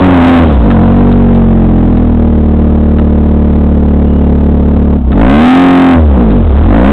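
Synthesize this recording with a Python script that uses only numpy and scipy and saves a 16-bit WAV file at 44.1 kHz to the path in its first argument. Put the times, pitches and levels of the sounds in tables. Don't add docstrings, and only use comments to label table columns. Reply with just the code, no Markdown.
import sys
import numpy as np
from scipy import signal
from scipy.fft import rfft, irfft, next_fast_len
from scipy.io import wavfile
from scipy.ndimage import uniform_filter1d

SR = 44100
rng = np.random.default_rng(int(sys.argv[2]) if len(sys.argv) > 2 else 0)


def waveform_to_disk(signal):
    frames = np.transpose(np.atleast_2d(signal))
    scaled = np.clip(frames, -1, 1) * 32767
    samples = np.round(scaled).astype(np.int16)
    wavfile.write(sys.argv[1], SR, samples)


def to_linear_factor(level_db):
    exponent = np.asarray(level_db, float) / 20
    return 10 ** exponent


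N = 305172

# start in seconds, length in seconds, first pitch in Hz, last pitch in Hz, level in dB.
SQUEAKS = [(4.05, .15, 2850, 2930, -43), (4.22, .07, 2810, 2790, -47)]
# time in seconds, level in dB, extra dB for the tones under 2 kHz.
KNOCKS = [(.703, -13, 6), (1.117, -18, -2), (1.349, -21, -9), (1.971, -22, -8), (2.986, -24, 9),
          (5.119, -20, 6), (6.305, -21, 2), (6.565, -21, 3)]
# pitch in Hz, relative level in dB, time to fade by 60 dB in seconds.
METAL_TONES = [(720, -2, .04), (1300, 0, .03), (1750, -5, .025), (2600, -5, .025), (3700, -5, .025)]
# start in seconds, level in dB before its fade and soft onset, pitch in Hz.
BUMPS = [(4.755, 2, 103)]
# time in seconds, level in dB.
GEAR_NOISE = [(0, -6), (.5, -11), (.68, -18), (.9, -17), (1.5, -28), (2.5, -30), (5, -35), (5.3, -23),
              (5.9, -21), (6.05, -18), (6.4, -19), (6.7, -13.5), (6.92, -11)]
# centre in Hz, width in Hz, relative strength with its sign.
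CASING_MODES = [(312, 414, 0.84), (496, 154, -1.313), (713.4, 47, 0.7), (1330, 270, -0.18)]
# time in seconds, firings per second.
FIRING_RATE = [(0, 95), (.14, 89), (.21, 84.5), (.28, 86.5), (.42, 83.8), (.49, 75.8), (.56, 63),
               (.7, 46.8), (.77, 43.7), (.98, 47.5), (1.3, 46.4), (2.4, 37.7), (3.4, 37.2), (4.15, 36.1),
               (4.96, 36.4), (5.08, 29.8), (5.2, 52.8), (5.32, 70.3), (5.44, 81.8), (5.56, 88.5),
               (5.62, 89.7), (5.88, 88.2), (5.94, 85), (6.1, 70.7), (6.22, 57.8), (6.4, 44.3), (6.46, 40),
               (6.51, 31.5), (6.64, 41.2), (6.88, 69.3), (6.92, 73)]
# time in seconds, unevenness from 0 to 1.
UNEVENNESS = [(0, .14), (.15, .19), (.6, .18), (1.2, .07), (4.88, .065), (5, .24), (5.17, .14),
              (5.33, .045), (5.55, .02), (5.92, .025), (6.1, .045), (6.6, .15), (6.92, .12)]
# time in seconds, opening in dB relative to idle.
THROTTLE_OPENING = [(0, 13.5), (.35, 19), (.5, 6.5), (.9, 6), (1.3, 3.5), (2.3, -0.5), (4.93, -0.5),
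                    (5.04, -10.5), (5.11, 0.5), (5.2, 10.5), (5.5, 26), (5.92, 17), (6.03, 10.5),
                    (6.45, -4), (6.56, 7.5), (6.7, 12), (6.77, 10), (6.92, 11.5)]
# start in seconds, length in seconds, depth in dB.
THROTTLE_LIFTS = [(0.542, .09, 9), (4.999, .11, 5.5), (5.995, .14, 11), (6.45, .25, 15)]
# centre in Hz, width in Hz, relative strength with its sign.
COOL_SILENCER = [(50.34, 15.47, 0.63), (79.24, 20.1, -0.2995)]
# centre in Hz, width in Hz, relative strength with its sign.
WARM_CHAMBER = [(51.76, 20.4, 0.27), (89.2, 15.4, -0.32)]
# centre in Hz, width in Hz, relative strength with its sign.
COOL_PIPE = [(146.03, 30, -0.29), (161.94, 32.4, 0.43), (225, 59.15, -0.552), (252.17, 32.7, 0.523),
             (305.7, 16.7, 0.17), (368, 18, 0.079), (482, 40, 0.026), (659, 56, 0.0045)]
# centre in Hz, width in Hz, signed strength.
HEATED_PIPE = [(181.5, 40, 0.24), (257.7, 53, -0.72), (350.8, 55, 0.104), (550, 300, -0.046),
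               (722, 210, 0.0021)]
# frequency in Hz, relative level in dB.
GAS_COLOUR = [(60, -24), (200, -2.5), (400, -11.5), (700, -14.5), (1200, -21.5), (2000, -44.5),
              (3500, -39.5), (4500, -45.5)]
# frequency in Hz, gain in dB.
STRETCH_FILTER = [(20, 0), (3750, 0), (4000, -5), (4300, -19), (4600, -45), (5000, -120)]

RING_DB, RING_KNEE_DB, RING_FALLS = -24.5, -15.5, 1.7
TWIN_IDLE, TWIN_CLEAN = .05, .3
CLEAN_BELOW, CLEAN_FROM_HZ = .07, 72
LIFT_EDGE_S = .085
BARK_DB, BARK_GROWS = -4, .7
THUMP_DB, THUMP_GROWS, THUMP_SWELLS = -4, 0.15, 0.33
COOLING_S = 0.85
THUMP_FADES_HZ, THUMP_FADE_DB_PER_HZ, SMOOTH_BELOW = 71, 0.33, 0.1
STUMBLE_S, STUMBLE_LENGTH_S, STUMBLE_DB = 4.98, 0.066, 10.5
GAS_DB, GAS_GROWS = -21, .85
GAS_CALMS_DB, CALM_BELOW = 7, .06
REST_IDLE, REST_OPEN, REST_START, REST_LAG_S = -.06, .035, .03, 1.1
FULL_SCALE = .708
UP, DOWN = 441, 80


def unit(x):
    return x / np.sqrt(np.mean(x ** 2) + 1e-20)


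def levelled(x, span_s):
    power = np.abs(uniform_filter1d(x ** 2, size=int(span_s * SR)))
    return x / np.sqrt(power + 1e-20)


def along(points, hz):
    f, v = np.transpose(points)
    return np.interp(np.log(hz + 1), np.log(f + 1), v)


def curve(rows):
    s, value = np.transpose(rows)
    return np.interp(np.arange(N) / SR, s, value)


def filtered(x, response):
    m = next_fast_len(N + SR // 2)
    return irfft(rfft(x, m) * response(np.fft.rfftfreq(m, 1 / SR)), m)[:N]


def modes(table):
    return lambda f: sum(g * 1j * f * w / (c * c - f * f + 1j * f * w) for c, w, g in table)


def plateau(start_s, length_s, edge_s):
    t = np.arange(N) / SR - start_s
    return np.clip(np.minimum(t, length_s - t) / edge_s + .5, 0, 1)


def lagged(x, lag_s, start):
    keep = np.exp(-1 / (lag_s * SR))
    return signal.lfilter([1 - keep], [1, -keep], x, zi=[start])[0]


def squeak():
    out = np.zeros(N)
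    for start, length, first_hz, last_hz, db in SQUEAKS:
        t = np.arange(N) / SR - start
        turns = first_hz * t + (last_hz - first_hz) * t ** 2 / (2 * length)
        out += to_linear_factor(db) * plateau(start, length, .02) * np.sin(2 * np.pi * turns)
    return out


def frame():
    out = np.zeros(N + SR)
    t = np.arange(SR // 5) / SR
    for s, db, body_db in KNOCKS:
        for delay, bounce_db in [(0, 0), (.01, -2)]:  # seconds, dB
            ring = 0
            for hz, level, t60 in METAL_TONES:
                tone_db = level + body_db * (hz < 2000) + rng.normal(0, 1) - 60 * t / t60
                ring = ring + to_linear_factor(tone_db) * np.sin(2 * np.pi * hz * t)
            crack = to_linear_factor(-60 * t / 0.012) * rng.standard_normal(len(t))
            out[round((s + delay) * SR):][:len(t)] += to_linear_factor(db + bounce_db) * (ring + crack)
    for s, db, hz in BUMPS:
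        soft_onset = 1 - np.exp(-t / .008)
        bump = to_linear_factor(db - 60 * t / .16) * soft_onset * np.sin(2 * np.pi * hz * t)
        out[round(s * SR):][:len(t)] += bump
    return out[:N]


def driveline(pulses):
    rolling_db = curve(GEAR_NOISE)
    ring_db = RING_DB - RING_FALLS * np.clip(RING_KNEE_DB - rolling_db, 0, 6)
    rumble = unit(filtered(rng.standard_normal(N), modes(CASING_MODES)))
    ring = levelled(filtered(pulses, modes(CASING_MODES[2:3])), span_s=0.21)
    return to_linear_factor(rolling_db) * rumble + to_linear_factor(ring_db) * ring


def firings(rate):
    cycle = np.cumsum(rate) / SR
    k = np.arange(1, int(cycle[-1]) + 1)
    at = np.interp(k, cycle, np.arange(N)).astype(int)
    uneven = curve(UNEVENNESS)[at]
    even_enough = np.clip(2 - 2 * uneven / CLEAN_BELOW, 0, 1)
    fast_enough = np.clip((rate[at] - CLEAN_FROM_HZ) / 15, 0, 1)
    differ = TWIN_IDLE + (TWIN_CLEAN - TWIN_IDLE) * even_enough * fast_enough
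    twin = differ * (-1) ** k
    luck = rng.standard_normal((len(k), 2))
    size = to_linear_factor(11 * uneven * luck[:, 0]) * (1 + twin)
    shift = .08 * uneven * luck[:, 1] + 0.059 * twin
    at = np.clip(at + shift * SR / rate[at], 0, N - 1)
    return np.bincount(at.astype(int), size, N), cycle


def engine(pulses, cycle, rate):
    opening_db = curve(THROTTLE_OPENING)
    uneven = curve(UNEVENNESS)
    lift_db = sum(db * plateau(s, length, LIFT_EDGE_S) for s, length, db in THROTTLE_LIFTS)
    heat = np.clip(opening_db / 15 - .15, 0, 1)
    warm = np.clip(1.77 * lagged(heat, COOLING_S, 0.64) - .1, 0, 1)

    cool_thump = (1 - warm) * filtered(pulses, modes(COOL_SILENCER))
    warm_thump = warm * filtered(pulses, modes(WARM_CHAMBER))
    thump = levelled(cool_thump + warm_thump, span_s=0.21)
    cool_bark = (1 - heat) * filtered(pulses, modes(COOL_PIPE))
    hot_bark = heat * filtered(pulses, modes(HEATED_PIPE))
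    bark = levelled(cool_bark + hot_bark, span_s=0.34)
    puff = 0.35 + np.exp(-2.2 * ((cycle - .15) % 1))
    gas = unit(filtered(puff * rng.standard_normal(N), lambda hz: to_linear_factor(along(GAS_COLOUR, hz))))

    calm = np.clip(1 - uneven / CALM_BELOW, 0, 1)
    gas_db = GAS_DB + GAS_GROWS * opening_db - GAS_CALMS_DB * calm
    bark_db = BARK_DB + BARK_GROWS * opening_db - lift_db
    smooth = np.clip(1 - uneven / SMOOTH_BELOW, 0, 1)
    fade_db = THUMP_FADE_DB_PER_HZ * heat * np.maximum(rate - THUMP_FADES_HZ, 0) * smooth
    stumble_db = STUMBLE_DB * plateau(STUMBLE_S, STUMBLE_LENGTH_S, LIFT_EDGE_S)
    thump_db = THUMP_DB + THUMP_GROWS * opening_db + THUMP_SWELLS * lift_db - fade_db - stumble_db
    return to_linear_factor(thump_db) * thump + to_linear_factor(bark_db) * bark + to_linear_factor(gas_db) * gas


def scene():
    rate = curve(FIRING_RATE)
    pulses, cycle = firings(rate)
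    pulses = filtered(pulses, lambda hz: 1 / (1 + (hz / 900) ** 4))
    return (squeak() + frame() + driveline(pulses) + engine(pulses, cycle, rate))[None]


def resting_level():
    target = np.interp(curve(THROTTLE_OPENING), [-3, 15], [REST_IDLE, REST_OPEN])
    return lagged(target, REST_LAG_S, REST_START)


def band_limit(x):
    return signal.sosfilt(signal.butter(12, 15900, fs=SR, output="sos"), x)


def record(dry):
    amplified = np.clip(dry[0], -.705, .705) + resting_level()
    slow = np.clip(signal.resample_poly(amplified, DOWN, UP), -FULL_SCALE, FULL_SCALE)
    hz = np.fft.rfftfreq(N, 1 / SR)
    mirrored = np.resize(np.fft.fft(slow), len(hz)) * UP / DOWN
    stretched = irfft(mirrored * to_linear_factor(along(STRETCH_FILTER, hz)), N)
    full = np.clip(stretched, -FULL_SCALE, FULL_SCALE)
    return band_limit(full[None])


dry = scene()
out = record(dry)
waveform_to_disk(out)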